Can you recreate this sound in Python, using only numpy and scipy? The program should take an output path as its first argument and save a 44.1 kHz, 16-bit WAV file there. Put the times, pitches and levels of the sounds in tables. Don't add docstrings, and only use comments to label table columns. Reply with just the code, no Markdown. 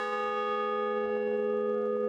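import sys
import numpy as np
from scipy import signal
from scipy.io import wavfile

SR = 44100
rng = np.random.default_rng(int(sys.argv[2]) if len(sys.argv) > 2 else 0)


def materialize(psi):
    bounded = np.clip(np.atleast_2d(psi).T, -1, 1)
    quanta = np.round(bounded * 32767).astype(np.int16)
    wavfile.write(sys.argv[1], SR, quanta)


N = 91772


def from_db(db):
    return 10 ** (np.asarray(db) / 20)


def pan(pan_db):
    return from_db([[pan_db / 2], [-pan_db / 2]])


def rms_one(x):
    return x / np.sqrt(np.mean(x ** 2) + 1e-20)


def seconds():
    return np.arange(N) / SR


def at_hz(points, hz):
    points = np.array(points)
    return np.interp(np.log(hz), np.log(points[:, 0]), points[:, 1])


def drift(rate_hz):
    step, warm_up = 100, 2000
    pole = np.exp(-2 * np.pi * rate_hz * step / SR)
    white = rng.standard_normal(N // step + warm_up + 2)
    slow = rms_one(signal.lfilter([1], [1, -2 * pole, pole * pole], white))[warm_up:]
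    return np.interp(np.arange(N) / step, np.arange(len(slow)), slow)


def band(x, low_hz, high_hz):
    sos = signal.butter(2, [low_hz, min(high_hz, SR / 2 - 1)], "band", fs=SR, output="sos")
    return signal.sosfilt(sos, x)


# frequency [Hz], likeness [0-1]
LIKENESS = [(40, 0.39), (90, 0.34), (200, 1), (500, 0.96), (1300, 0.7), (10000, .999)]


def banded_noise(spectrum, patchy_db, decay=None):
    edges = 20 * 2 ** np.arange(0, 10, .5)
    white = rng.standard_normal((2, 2, N + SR // 10))
    out = 0
    for k, (low, high) in enumerate(zip(edges, edges[1:])):
        mid, side = band(white[k % 2], low, high)[:, -N:]
        hz = np.sqrt(low * high)
        alike = at_hz(LIKENESS, hz)
        level_db = at_hz(spectrum, hz) + patchy_db * drift(6.9)
        if decay:
            level_db = level_db - at_hz(decay, hz) * seconds()
        stereo = np.sqrt(1 + alike) * mid + np.sqrt(1 - alike) * side * [[1], [-1]]
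        out = out + from_db(level_db) * stereo
    return out * np.sqrt(SR) / 2


EAR_PHASE_RAD = 0.02
WAVER_DB, WAVER_HZ = 0.64, 1.6
ROUGH_DB, ROUGH_HZ = 0.32, 60


def mode_pair(hz, level_db, decay, beat_hz, trough_s, twin):
    t = seconds()
    turn = rng.random()
    ear_phase = EAR_PHASE_RAD * rng.choice([-1, 1]) * np.array([[.5], [-.5]])
    phase = 2 * np.pi * (hz * t + turn) + ear_phase
    twin_phase = phase + 2 * np.pi * beat_hz * (t - trough_s)
    pair = np.sin(phase) - twin * np.sin(twin_phase)
    unsteady_db = np.sqrt(hz / 1000) * (WAVER_DB * drift(WAVER_HZ) + ROUGH_DB * drift(ROUGH_HZ))
    return np.sqrt(2) * from_db(level_db - decay * t + unsteady_db) * pair


# [dB, left minus right]
PARTIALS = [(217.4,-36.5,1.26,.22,3.3,0.06,0.6),(416.9,-25.5,2.5,0.93,0.041,0.08,.5),(498.2,-26,1,0.19,1.54,0.37,-2.5),(825.4,-32,9,0.25,2,0.77,1.4),(1042,-32.5,55,6.1,0.05,0.7,-4),(1127.7,-36,16,.96,1.135,0.7,0.5),
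            (1233.4,-23.4,12.6,0.64,1.283,0.95,0),
            (1520.6,-37,27.5,0.9,1.2,0.3,-2),(1699.2,-28,13.5,0.85,1.54,0.14,-0.84),(1917,-41.5,23.5,.95,1.8,0.01,2.5),(2212,-41,11,0.36,1.69,0.6,-.6),(2470,-49,18.5,0.86,1.2,0.7,3),(2756.3,-31,16.5,1.13,0.87,0.32,-0.5),(3328,-34.5,21,0.934,1.19,.55,0),(3913,-40,24.5,1.3,0.81,0.2,0),(4505.5,-54.5,23,1.6,0.24,1,-1.5),(5100,-49,24.5,1.5,0.86,0.15,-0.5)]


def main_partials():
    out = 0
    for hz, level_db, decay, beat_hz, trough_s, twin, pan_db in PARTIALS:
        out = out + mode_pair(hz, level_db, decay, beat_hz, trough_s, twin) * pan(pan_db)
    return out


# pitch_hz [Hz], level_db [dB], decay [dB/s]
OVERTONES = [(932,-49,50.5),(1117.7,-44,17.5),(1181,-37.5,33.5),(1418,-43,21),(1496,-47,58.5),(1706,-37.5,47.5),(1860,-50,20),(1883,-48.5,33),(2187,-49,23.5),(2870,-59.5,24.5),(2846,-50.5,20),(2900,-47.5,41),(3640,-51.5,37),(4310,-55.5,37),(4680,-58.5,36.5),(5052,-52.5,42),(5440,-57.5,36),(5712,-53,28.5),(5850,-62,40),(6280,-59.5,25),(6374,-58.5,29.5),(6570,-65.5,46),(6630,-58.5,47),(6990,-60,29.5),(7111,-65,42.5),(7280,-57.5,41.5),(7280,-61.5,41),(7530,-58,32),(7607,-61,53.5),(8020,-64,37),(8040,-66.5,34),(8130,-67.5,35.5),(8500,-63.5,64.5),(8600,-66,53),(9200,-66,57.5),(9600,-66.5,58),(9921,-61,55),(10885,-65.5,50),(11940,-69.5,53)]
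OVERTONE_MAX_BEAT_HZ, OVERTONE_TWIN = 1.3, 0.06


def overtones():
    out = 0
    for hz, level_db, decay in OVERTONES:
        beat_hz, trough_s = OVERTONE_MAX_BEAT_HZ * rng.random(), rng.uniform(0, 1.8)
        out = out + mode_pair(hz, level_db, decay, beat_hz, trough_s, OVERTONE_TWIN)
    return out


# frequency [Hz], density [dB per Hz]
WASH = [(40, -77), (130, -77.5), (280, -79), (420, -68.5), (650, -80.5), (900, -77), (1250, -69.5),
        (2000, -81.5), (3000, -79.5), (4500, -90.5), (7000, -94.5), (10000, -103), (13000, -107)]
# frequency [Hz], decay [dB/s]
WASH_DECAY = [(100, 12.5), (1000, 20.5), (3000, 18.5), (7000, 28.5), (13000, 36.5)]
CLASH_DB, CLASH_S = 0.5, 0.06


def wash():
    clash_db = CLASH_DB * np.exp(-seconds() / CLASH_S)
    noise = banded_noise(WASH, patchy_db=-1.0, decay=WASH_DECAY)
    return noise * from_db(clash_db)


SHIMMER_LOW_HZ, SHIMMER_HIGH_HZ = 4850, 12830
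SHIMMER_DB, SHIMMER_DB_PER_OCTAVE = -69, -6.5
SHIMMER_DECAY = 29


def shimmer(count=70):
    t, out = seconds(), 0
    for place, turn in rng.random((count, 2)):
        hz = SHIMMER_LOW_HZ + place * (SHIMMER_HIGH_HZ - SHIMMER_LOW_HZ)
        level_db = SHIMMER_DB + SHIMMER_DB_PER_OCTAVE * np.log2(hz / SHIMMER_LOW_HZ)
        out = out + from_db(level_db) * np.sin(2 * np.pi * (hz * t + turn))
    return out * from_db(-SHIMMER_DECAY * t)


# frequency [Hz], density [dB per Hz]
AIR = [(25, -97), (70, -88.5), (130, -88), (280, -90), (450, -75), (700, -86), (950, -93), (1300, -90),
       (2000, -103), (3000, -109), (4500, -118), (7000, -123), (11000, -126), (13000, -135)]
AIR_PAN_DB = 5.5


def background():
    return banded_noise(AIR, patchy_db=2.0) * pan(AIR_PAN_DB)


CRACKLE_PER_S, CRACKLE_BAND_HZ = 160, (2600, 6700)
CRACKLE_DB, CRACKLE_SPREAD_DB = -61, 1.4
GRAIN_DECAY_S = 0.00062


def crackle(x):
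    crest = np.square(np.square(x.mean(axis=0)))
    born = rng.random(N) < CRACKLE_PER_S / SR * crest / crest.mean()
    sizes = from_db(CRACKLE_DB + CRACKLE_SPREAD_DB * np.clip(rng.standard_normal(N), -2, 2))
    pole = np.exp(-2 / (GRAIN_DECAY_S * SR))
    power = signal.lfilter([1], [1, -pole], born * sizes ** 2 + 1e-18)
    return band(np.sqrt(power) * rng.standard_normal(N), *CRACKLE_BAND_HZ)


# middle_s [s], width_s [s, standard deviation], level_db [dB before panning]
GUSTS = [(.24, 0.011, -58), (.31, 0.035, -53), (.39, 0.011, -54.5), (.5, .013, -53.5),
         (1.065, 0.014, -54.5), (1.14, .035, -55.5), (1.29, .01, -62)]
GUST_BAND_HZ, GUST_PAN_DB = (45, 98), 11


def gusts():
    own, shared = rng.standard_normal((2, N)), rng.standard_normal(N)
    rumble = rms_one(band(own + shared, *GUST_BAND_HZ)) * pan(GUST_PAN_DB)
    strength = 0
    for middle_s, width_s, level_db in GUSTS:
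        puff = np.exp(-((seconds() - middle_s) / width_s) ** 2 / 2)
        strength = strength + from_db(level_db) * puff
    return rumble * strength


# middle_s [s], length_s [s], pitch_hz [Hz], level_db [dB]
SQUEAKS = [(0.983, 0.27, 726, -54.5), (1.087, 0.063, 720, -52.5), (1.18, 0.12, 720, -52.5),
           (1.319, 0.097, 737, -53), (1.808, 0.15, 715, -50.5), (2.064, 0.078, 719, -55.5)]
SQUEAK_HARMONICS_DB = [-0.5, -10, -18.5]
SQUEAK_JITTER = 0.0049


def squeaks():
    out = 0
    for middle_s, length_s, hz, level_db in SQUEAKS:
        pitch_hz = hz * (1 + SQUEAK_JITTER * drift(23))
        phase = 2 * np.pi * np.cumsum(pitch_hz) / SR
        swell = np.exp(-(2 * (seconds() - middle_s) / length_s) ** 4)
        for k, harmonic_db in enumerate(SQUEAK_HARMONICS_DB):
            out = out + swell * from_db(level_db + harmonic_db) * np.sin((k + 1) * phase)
    return np.sqrt(2) * out


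# start_s [s], peak_db [dB before the colour levels]
TICKS = [(1.057,-40.5),(1.096,-38),(1.154,-44),(1.168,-36.5),(1.193,-44),(1.228,-41),(1.278,-41),(1.315,-41),(1.389,-45.5),(1.425,-43),(1.439,-43),(1.536,-41),(1.55,-49),(1.586,-42),(1.697,-45),(1.806,-47),(1.842,-46),(1.856,-43.5),(1.954,-47),(1.968,-42),(2.018,-48.5),(2.042,-45)]
# low_hz [Hz], high_hz [Hz], level_db [dB]
TICK_COLOUR = [(350, 900, 0.5), (3500, 8800, -18)]


def ticks():
    clicks, out = np.zeros(N), 0
    for start_s, peak_db in TICKS:
        clicks[min(int(start_s * SR), N - 1)] = from_db(peak_db)
    for low_hz, high_hz, level_db in TICK_COLOUR:
        height = np.abs(band(signal.unit_impulse(SR // 10), low_hz, high_hz)).max()
        out = out + from_db(level_db) * band(clicks + 1e-18, low_hz, high_hz) / height
    return out


FLUTTER_DB, FLUTTER_HZ = 0.57, 23


def scene():
    ring = wash() + main_partials() + overtones() + shimmer()
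    ring = ring * from_db(FLUTTER_DB * drift(FLUTTER_HZ))
    return ring + squeaks() + gusts() + background()


CEILING_DB, RELEASE_DB_PER_S = -22, 22.5
ATTACK_S = 0.00052


def limiter(x):
    over = np.maximum(20 * np.log10(np.abs(x).max(axis=0) + 1e-9) - CEILING_DB, 0)
    over[0] = over[:SR // 15].max()
    ramp = RELEASE_DB_PER_S * seconds()
    cut = np.maximum.accumulate(over + ramp) - ramp
    pole = np.exp(-1 / (ATTACK_S * SR))
    smooth_cut = cut[0] + signal.lfilter([1 - pole], [1, -pole], cut - cut[0])
    return x * from_db(-smooth_cut)


CUTOFF_HZ, END_FADE_S = 13600, .004


def record(dry):
    held = limiter(dry)
    out = held + crackle(held) + ticks()
    out = out * np.minimum(seconds()[::-1] / END_FADE_S, 1)
    return signal.sosfilt(signal.cheby2(16, 70, CUTOFF_HZ, fs=SR, output="sos"), out)


dry = scene()
out = record(dry)
materialize(out)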